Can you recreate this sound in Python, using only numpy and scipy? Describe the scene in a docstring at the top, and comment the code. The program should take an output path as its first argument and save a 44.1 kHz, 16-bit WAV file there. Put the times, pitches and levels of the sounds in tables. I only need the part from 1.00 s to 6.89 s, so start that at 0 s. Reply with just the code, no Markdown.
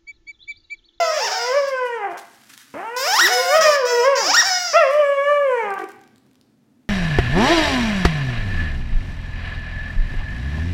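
"""A puppy howls three long wavering calls in a hard-floored room: a dark harmonic stack that cracks at its ends.
A rubber squeeze toy wails alongside in five squeezes; its beating reed is thin and shrill and rings the room.
Rustles of shaped noise and ticks of millisecond noise fall around the calls, over a faint low hum of
coloured noise. One microphone feeds both channels."""
import sys
import numpy as np
from scipy import signal
from scipy.fft import rfft, irfft
from scipy.io import wavfile
from scipy.ndimage import uniform_filter1d

SR = 44100
rng = np.random.default_rng(int(sys.argv[2]) if len(sys.argv) > 2 else 0)


def waveform_to_disk(signal):
    """Save audio, clipped to [-1, 1], as 16-bit WAV at the path in sys.argv[1]."""
    frames = np.transpose(np.atleast_2d(signal))
    scaled = np.clip(frames, -1, 1) * 32767
    samples = np.round(scaled).astype(np.int16)
    wavfile.write(sys.argv[1], SR, samples)


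def makeup_ratio(level_db):
    """Linear amplitude ratio for a level in decibels (20 dB per factor of ten)."""
    decades = np.asarray(level_db, float) / 20
    return 10 ** decades


N = 259749
TIME = np.arange(N) / SR


def tone_db(table, hz):
    """Read a (frequency, value) table on a log-frequency axis."""
    table_hz, value = np.transpose(table)
    return np.interp(np.log(np.maximum(hz, 1)), np.log(table_hz), value)


def noise(colour, size=N):
    """Noise of rms 1 with the colour of a (frequency [Hz], level [dB]) table."""
    spectrum = rfft(rng.standard_normal(size))
    hz = np.arange(len(spectrum)) * SR / size
    x = irfft(spectrum * makeup_ratio(tone_db(colour, hz)), size)
    return x / x.std()


def wobble(rate_hz, size):
    """Smooth chance movement below a rate, spread 1."""
    lowpass = signal.butter(2, rate_hz, fs=SR, output="sos")
    x = signal.sosfilt(lowpass, rng.standard_normal(size))
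    return x / x.std()


def flicker_db(t, step_s):
    """Random levels a step apart, joined by straight lines, spread 1 dB at the knots."""
    knots = np.arange(t[0], t[-1] + 2 * step_s, step_s)
    return np.interp(t, knots, rng.standard_normal(len(knots)))


def window(t, start, end, ramp_s):
    """Rises to 1 after the start and falls to 0 at the end, with straight ramps."""
    return np.clip(np.minimum(t - start, end - t) / ramp_s, 0, 1)


def unroll(table, attack_s, release_s):
    """Sample span, its times, a gate with soft ends and the columns of one call or squeeze."""
    s, *columns = np.transpose(table)
    end = s[-1] + release_s
    span = slice(int(s[0] * SR), min(int(end * SR), N))
    t = TIME[span]
    gate = np.clip((t - s[0]) / attack_s, 0, 1) * np.clip((end - t) / release_s, 0, 1)
    return span, t, gate, [np.interp(t, s, column) for column in columns]


# decay of the room's tail: (frequency [Hz], time to fall 60 dB [s])
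ROOM_DECAY = [(200, 0.45), (700, 0.56), (2000, 0.658), (5300, 0.84), (9000, 0.31), (16000, 0.44)]


def room(x, wet_db):
    """Direct sound plus a diffuse tail whose octaves die at their own rates."""
    t = TIME[:SR]
    tail = 0
    for hz in 125 * 2 ** np.arange(7.5):
        edges = [hz / np.sqrt(2), min(hz * np.sqrt(2), .45 * SR)]
        octave = signal.butter(2, edges, "band", fs=SR, output="sos")
        band = signal.sosfilt(octave, rng.standard_normal(SR))
        band = band * 1000 ** (-t / tone_db(ROOM_DECAY, 1.3 * hz))
        tail = tail + band * np.clip(t / 0.004 - .3, 0, 1)  # opens from 1.2 to 5.2 ms
    tail = tail / np.sqrt(np.sum(tail ** 2))
    return x + makeup_ratio(wet_db) * signal.fftconvolve(x, tail)[:N]


# colour of the low room tone: (frequency [Hz], density [dB per Hz])
HUM_COLOUR = [(15, -64.5), (25, -28), (44, -23.5), (75, -24.5), (104, -13.5), (148, -10.5), (178, -21),
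              (198, -8.5), (260, -4.5), (359, -18.5), (1050, -31.5), (3440, -41), (15500, -50.5)]
# slow swell of the hum, on top of its base level: (time [s], level [dB])
HUM_SWELL = [(0, -8.5), (1.7, -1), (3.0, -5.5), (4.5, -2.5), (5.1, 1), (5.89, 0.5)]
HUM_BASE_DB = -59


def hum():
    """Low room tone: coloured noise that swells slowly and wavers a little."""
    level_db = HUM_BASE_DB + np.interp(TIME, *np.transpose(HUM_SWELL))
    return makeup_ratio(level_db + 1.1 * wobble(4.8, N)) * noise(HUM_COLOUR)


# strokes of fur or rubber rubbing: (start [s], hold [s], level before the grain [dB])
STROKES = [(.67, 0.021, -46.5), (.7, .45, -64), (.85, 0.0108, -48.5), (1.1, 0.011, -55),
           (1.17, 0.0096, -42), (1.2, .76, -55.5), (1.49, 0.0068, -46.5), (1.527, 0.0096, -47),
           (1.576, 0.042, -48), (3.8, .9, -58.5), (3.9, 0.034, -45.5), (4.78, 0.0267, -51),
           (4.88, 0.0171, -57), (4.9, 1.0, -79.5)]
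# colour of the rubbing: (frequency [Hz], density [dB per Hz])
RUSTLE_COLOUR = [(470, -34.5), (800, -6), (1700, 8), (2100, 2.5), (5750, 0), (12100, -5.5), (15500, -12)]
STROKE_ATTACK_S, STROKE_T60_S = 0.00697, 0.19


def rustles():
    """Rubbing heard as grainy broad hiss, in strokes that rise fast, hold and die away."""
    start, held, level_db = np.transpose(STROKES)[:, :, None]
    age = TIME - start
    power = makeup_ratio(2 * level_db) * np.clip(age / STROKE_ATTACK_S, 0, 1) ** 2
    power *= 1e-6 ** (np.maximum(age - STROKE_ATTACK_S - held, 0) / STROKE_T60_S)
    grain = makeup_ratio(2.3 * wobble(180, N))
    return np.sqrt(power.sum(axis=0)) * grain * noise(RUSTLE_COLOUR)


# fainter ticks scattered after the last call:
# (start [s], end [s], first level [dB], last level [dB], level scatter [dB], middle of the centres [Hz])
PATTER = (4.9, 5.5, -43, -56.5, 4, 4600)


def patter(count):
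    """Rows of faint ticks at chance moments, fading as the dog settles."""
    start, end, first_db, last_db, scatter_db, hz = PATTER
    share = rng.random(count)
    size, pitch = rng.standard_normal((count, 2)).T
    peak_db = first_db + share * (last_db - first_db) + scatter_db * size
    return list(zip(start + share * (end - start), peak_db, hz * np.exp(.2 * pitch)))


# placed ticks: (time [s], peak of the direct sound [dB], centre [Hz])
TICKS = [(1.5773, -26, 5870), (1.6324, -41, 5280), (4.7053, -31, 5576), (4.7401, -29.5, 7285),
         (4.79, -27.5, 4420), (4.8414, -32.5, 3540), (4.8888, -35, 7980), (4.9182, -36, 4763),
         (5.037, -43, 3540), (5.0764, -40.5, 3685), (5.1811, -44, 4570), (5.3553, -42.5, 3720),
         (5.4126, -41.5, 5426)]


def ticks():
    """Each tick is a millisecond of wide noise around its own centre, ringing the room."""
    out = np.zeros(N)
    t = TIME[:256]
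    for s, peak_db, hz in TICKS + patter(count=12):
        burst = rng.standard_normal(256) * np.exp(-t / 0.00082)
        edges = np.clip([0.295 * hz, 1.6 * hz], 500, 16000)
        tick = signal.sosfilt(signal.butter(1, edges, "band", fs=SR, output="sos"), burst)
        first = int(s * SR)
        out[first:first + 256] += makeup_ratio(peak_db) * tick / np.abs(tick).max()
    return room(out, wet_db=-7.0)


# one table a squeeze: (time [s], reed pitch [Hz], drive level before the neck [dB])
SQUEEZES = [
    [(0.0, 507, -33), (.1, 498, -35), (.13, 541, -36), (.17, 592.9, -32.5), (.21, 839.2, -30),
     (.25, 946, -28), (.28, 818.1, -28.5), (.3, 525.7, -35), (.32, 744, -30.5), (.34, 783, -30),
     (.4, 725.1, -32.5), (.47, 699, -34.5), (.55, 606.1, -40.5), (.63, 545, -44.5), (.67, 588.1, -44),
     (.7, 550.3, -45)],
    [(1.962, 494, -34), (2.03, 542.4, -30.5), (2.06, 600, -29.5), (2.085, 740.2, -26),
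     (2.118, 770.4, -26.5), (2.162, 957, -23), (2.185, 1115, -23.5), (2.197, 1420, -17),
     (2.205, 1488, -19.5), (2.213, 1820, -19), (2.245, 1988, -18), (2.27, 1675, -19), (2.29, 586.6, -31.5),
     (2.305, 737, -33), (2.33, 741, -26), (2.37, 736, -27), (2.45, 708, -32), (2.545, 743, -27.5),
     (2.565, 721, -28.5), (2.592, 619, -35.5)],
    [(2.607, 506.5, -25.5), (2.635, 577, -23), (2.65, 564, -26.5), (2.67, 512.6, -26.5), (2.74, 497, -31),
     (2.762, 455.3, -33.5)],
    [(2.85, 624, -33), (2.89, 664, -28.5), (3.03, 645, -33.5), (3.055, 627, -33), (3.078, 583, -48)],
    [(3.152, 496.4, -30.5), (3.18, 518.6, -26.5), (3.235, 555.7, -27.5), (3.265, 614.7, -23.5),
     (3.285, 734, -23.5), (3.302, 761.5, -19.5), (3.33, 993, -23.5), (3.348, 1405, -11.5),
     (3.361, 1447, -16), (3.371, 1822, -14.5), (3.4, 1908, -11), (3.414, 1711, -18), (3.432, 685.5, -29.5),
     (3.465, 790.6, -22), (3.52, 734, -23.5), (3.65, 712.5, -28.5), (3.76, 613.8, -32.5)],
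]
# grip of each squeeze: (low harmonics [dB], top harmonics [dB], air hiss against the drive [dB],
# reed unsteadiness [share of the pitch])
GRIPS = [(6, -10, -8.5, 0.00486), (7.5, 0.5, -11, 0.0071), (4, -5, -10.5, .004), (2, -6.5, -20, 0.0037),
         (1.5, -11, -16.5, .007)]
# colour of the toy's hollow neck: (frequency [Hz], gain [dB])
NECK = [(150, -59.5), (400, -8.5), (700, -2), (1300, -5), (1900, -7), (2600, -11), (3300, -12.5),
        (3900, -14.5), (4400, -11.5), (4800, 0.5), (5200, 3), (5600, 1.5), (6200, -6.5), (7200, -9),
        (8500, -17), (11000, -20), (13000, -19.5), (15500, -18)]
# the reed rattles: (start [s], end [s], ramp [s], extra unsteadiness [share of the pitch])
RASP = (.12, .62, .05, .026)
# a harder squeeze strengthens the low harmonics; they thin as it runs out
REED_REST_HZ, LOW_DB_PER_OCTAVE, SLACK_LOW_DB_PER_S = 600, 3.5, -3
REED_FUNDAMENTAL_DB = 1  # the reed's own swing stands above its clicks
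GLIDE_SHAKE = .001  # extra unsteadiness per octave a second of glide
TOY_WET_DB = -7.5


def toy():
    """A beating reed: even clicks coloured by the neck, with air leaking past it."""
    out = np.zeros(N)
    rasp_start, rasp_end, ramp_s, rattle = RASP
    for squeeze, (low_db, top_db, air_db, unsteady) in zip(SQUEEZES, GRIPS):
        span, t, gate, (hz, level_db) = unroll(squeeze, attack_s=0.0039, release_s=0.0028)
        low_db = low_db + LOW_DB_PER_OCTAVE * np.log2(hz / REED_REST_HZ)
        low_db = low_db + SLACK_LOW_DB_PER_S * (t - t[0])

        glide = np.abs(np.gradient(np.log2(hz))) * SR  # octaves a second
        unsteady = unsteady + GLIDE_SHAKE * np.minimum(glide, 8)
        unsteady = unsteady + rattle * window(t, rasp_start, rasp_end, ramp_s)
        phase = 2 * np.pi * np.cumsum(hz * (1 + unsteady * wobble(150, len(t)))) / SR

        reed = 0
        for k in range(1, 34):
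            # grip and aim change the harmonics below and above the neck's shrill band
            below = np.clip((4600 - k * hz) / 500, 0, 1)
            above = np.clip((k * hz - 6800) / 1500, 0, 1)
            colour_db = tone_db(NECK, k * hz) + low_db * below + top_db * above
            colour_db += REED_FUNDAMENTAL_DB * (k == 1)
            # every harmonic comes and goes unevenly, the upper ones most
            colour_db += (2.5 + 2 * above) * flicker_db(t, .025)
            reed = reed + makeup_ratio(colour_db) * np.sin(k * phase + .3 * k * k) * (k * hz < 16000)
        air = noise(NECK, size=len(t)) * (1 + .5 * np.sin(phase))  # the reed's swing gates the air
        out[span] += makeup_ratio(level_db) * (reed + makeup_ratio(air_db) * air) * gate
    return room(out, TOY_WET_DB)


# one table a call: (time [s], pitch [Hz], fundamental before flicker [dB], third harmonic before flicker [dB])
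HOWLS = [
    [(0.0, 697, -17.5, -31), (.06, 653.1, -23.5, -33), (.17, 605.7, -25.5, -40), (.26, 402.5, -38, -53),
     (.36, 452.7, -42.5, -38), (.43, 475, -28, -35.5), (.52, 511.3, -24, -34), (.545, 555.4, -22, -36),
     (.575, 583.6, -16.5, -30.5), (.62, 559, -20.5, -37), (.7, 542, -31, -38.5), (.75, 520.5, -20, -34.5),
     (.87, 488.8, -29, -34), (.96, 462.4, -32, -34), (1.0, 425.2, -37.5, -36.5), (1.04, 402.5, -36.5, -35),
     (1.09, 362.4, -37, -41.5), (1.12, 346.8, -36.5, -43.5), (1.17, 368, -56, -43.5)],
    [(1.739, 253.4, -40.5, -44.5), (1.8, 367.7, -38, -40), (1.858, 443.3, -45.5, -37),
     (1.96, 498.7, -30.5, -39), (2.1, 468.4, -39.5, -45.5), (2.17, 396.5, -48.5, -48),
     (2.241, 332, -29, -58), (2.32, 483, -33, -46.5), (2.37, 492.4, -21, -41), (2.418, 521, -24, -38.5),
     (2.48, 518, -21.5, -35.5), (2.56, 638, -9.5, -22.5), (2.61, 639, -11.5, -22), (2.7, 600, -14, -28.5),
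     (2.75, 574.4, -21, -30.5), (2.79, 551, -16.5, -37.5), (2.83, 494, -21, -38.5), (3.0, 475.7, -17, -27),
     (3.03, 481, -19.5, -28), (3.062, 540, -14, -21.5), (3.09, 556.8, -15.5, -27.5),
     (3.131, 554.3, -13, -25.5), (3.17, 479, -23, -32.5), (3.21, 447.6, -30, -31.5),
     (3.249, 361.5, -36.5, -41), (3.3, 283, -36, -48)],
    [(3.732, 558.5, -22, -27.5), (3.746, 592, -17, -25), (3.769, 676.5, -10, -21),
     (3.795, 682.8, -11.5, -23), (3.85, 543, -20, -30.5), (3.885, 524, -18.5, -33.5),
     (3.92, 573.2, -21.5, -34), (3.954, 597, -15.5, -34.5), (4.001, 603, -13.5, -30),
     (4.05, 566.3, -21, -30.5), (4.2, 555, -18, -32.5), (4.32, 588.5, -18.5, -28.5),
     (4.438, 563, -16.5, -37.5), (4.5, 515.7, -17, -32.5), (4.6, 456, -26, -30), (4.65, 419, -29, -33),
     (4.7, 393, -31.5, -35.5), (4.76, 393, -35.5, -38), (4.838, 381.3, -33.5, -46),
     (4.87, 358, -54.5, -69.5)],
]
# the folds are hoarse while they start and as they go slack; one row a call:
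# (hoarseness at the start [0-1], clears in [s], hoarseness at the end [0-1], builds over [s])
HOARSE_ENDS = [(.02, .1, .45, .24), (.62, .13, .45, .14), (.15, .03, .17, .32)]
# throat colour, read against the third harmonic: (frequency [Hz], gain [dB])
THROAT = [(150, -33), (400, -15), (900, 1), (1500, 2), (1900, -1.5), (2300, -4.5), (2800, -12),
          (3200, -14.5), (3600, -35.5), (4500, -39.5), (6000, -32.5), (9000, -36), (16000, -54.5)]
# the voice cracks into a pattern of strong and weak cycles:
# (start [s], end [s], cycles in the pattern, depth before flicker [0-1])
CRACKS = [(1.117, 1.196, 2, 0.26), (1.728, 1.833, 2, 0.25), (2.576, 2.68, 3, .05), (3.207, 3.297, 2, 0.2),
          (4.629, 4.73, 2, 0.22), (4.74, 4.786, 2, 0.2)]
# the last call ends in a flutter that fades in from 14 ms before its start:
# (start [s], end [s], rate [Hz], depth [share of the level])
FLUTTER = (4.79, 4.87, 48.12, 1.35)
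# the mouth flies open as the last call starts: (time [s], half-width [s], extra lift [share])
YELP = (3.79, 0.036, 0.18)
# the mouth opens with the pitch and lifts the throat's resonances
MOUTH_REST_HZ, MOUTH_POWER = 540, 0.13
CLEAR_HOARSE = .022  # hoarseness that never leaves
STRAIN_DB, STRAIN_HOARSE_PER_DB = -15, .008  # louder than this the voice strains
FIRST_FLICKER_DB = 2.5
SECOND_OVER_THIRD_DB, SECOND_FLICKER_DB, SECOND_DB_PER_OCTAVE = 5.5, 2.5, -2
HOARSE_DULL_DB = -5  # per harmonic above the second, at full hoarseness
HOWL_WET_DB = -8


def puppy():
    """Vocal folds as a harmonic stack with breath; hoarseness shakes it, cracks add lines between the harmonics."""
    out = np.zeros(N)
    yelp_s, yelp_width_s, yelp_lift = YELP
    for call, (first, clears_s, last, builds_s) in zip(HOWLS, HOARSE_ENDS):
        span, t, gate, (hz, first_db, third_db) = unroll(call, attack_s=0.0022, release_s=0.032)
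        hoarse = CLEAR_HOARSE + first * np.clip(1 - (t - t[0]) / clears_s, 0, 1)
        hoarse += last * np.clip(1 - (t[-1] - t) / builds_s, 0, 1)
        hoarse += STRAIN_HOARSE_PER_DB * np.maximum(first_db - STRAIN_DB, 0)

        second_db = third_db + SECOND_OVER_THIRD_DB + SECOND_FLICKER_DB * flicker_db(t, .03)
        second_db += SECOND_DB_PER_OCTAVE * np.log2(hz / MOUTH_REST_HZ)
        first_db = first_db + FIRST_FLICKER_DB * flicker_db(t, .03)

        hz = uniform_filter1d(hz, size=700, mode="nearest")  # rounds the corners of the glide
        mouth = (hz / MOUTH_REST_HZ) ** MOUTH_POWER
        mouth += yelp_lift * np.exp(-((t - yelp_s) / yelp_width_s) ** 2)
        jitter = .0015 * wobble(30, len(t)) + .15 * hoarse * wobble(120, len(t))
        phase = 2 * np.pi * np.cumsum(hz * (1 + jitter)) / SR

        voice = makeup_ratio(first_db) * np.sin(phase) + makeup_ratio(second_db) * np.cos(2 * phase)
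        for k in range(3, 24):
            over_db = third_db + tone_db(THROAT, k * hz / mouth) - tone_db(THROAT, 3 * hz / mouth)
            # each overtone flickers on its own as the head moves
            over_db += 4 * flicker_db(t, .03)
            over_db += HOARSE_DULL_DB * hoarse * (k - 2)
            voice += makeup_ratio(over_db) * np.sin(k * phase + .6 * k * k)
        breath = noise(THROAT, size=len(t)) * (1 + .4 * np.sin(phase))
        voice += makeup_ratio(third_db + 7) * hoarse * breath

        shake = 1 + 0.27 * hoarse * wobble(180, len(t))
        for start, end, cycles, depth in CRACKS:
            crack = depth * window(t, start, end, 0.006) * makeup_ratio(5 * flicker_db(t, .012))
            shake += crack * np.sin(phase * (1 - 1 / round(cycles)))
        start, end, rate_hz, depth = FLUTTER
        flutter = depth * window(t, start - 0.014, end, 0.00516)
        shake *= 1 - flutter * np.cos(2 * np.pi * rate_hz * (t - start))
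        out[span] += np.sqrt(2) * voice * shake * gate  # makes the harmonics' levels rms
    return room(out, HOWL_WET_DB)


def scene():
    """All sources, the same in both channels."""
    return np.tile(hum() + rustles() + ticks() + toy() + puppy(), (2, 1))


def low_pass(x):
    """Removes everything above the highest recorded frequency."""
    return signal.sosfilt(signal.butter(12, 16500, fs=SR, output="sos"), x)


def record(dry):
    """The microphone bends loud peaks to one side, thins the deep bass and cuts the top."""
    bent = dry - 0.026 * dry ** 2
    top = signal.ellip(8, .2, 70, 15900, fs=SR, output="sos")
    bass = signal.butter(2, 45, "high", fs=SR, output="sos")
    mix = signal.sosfilt(np.vstack([top, bass]), bent)
    return low_pass(mix)


dry = scene()
out = record(dry)
waveform_to_disk(out)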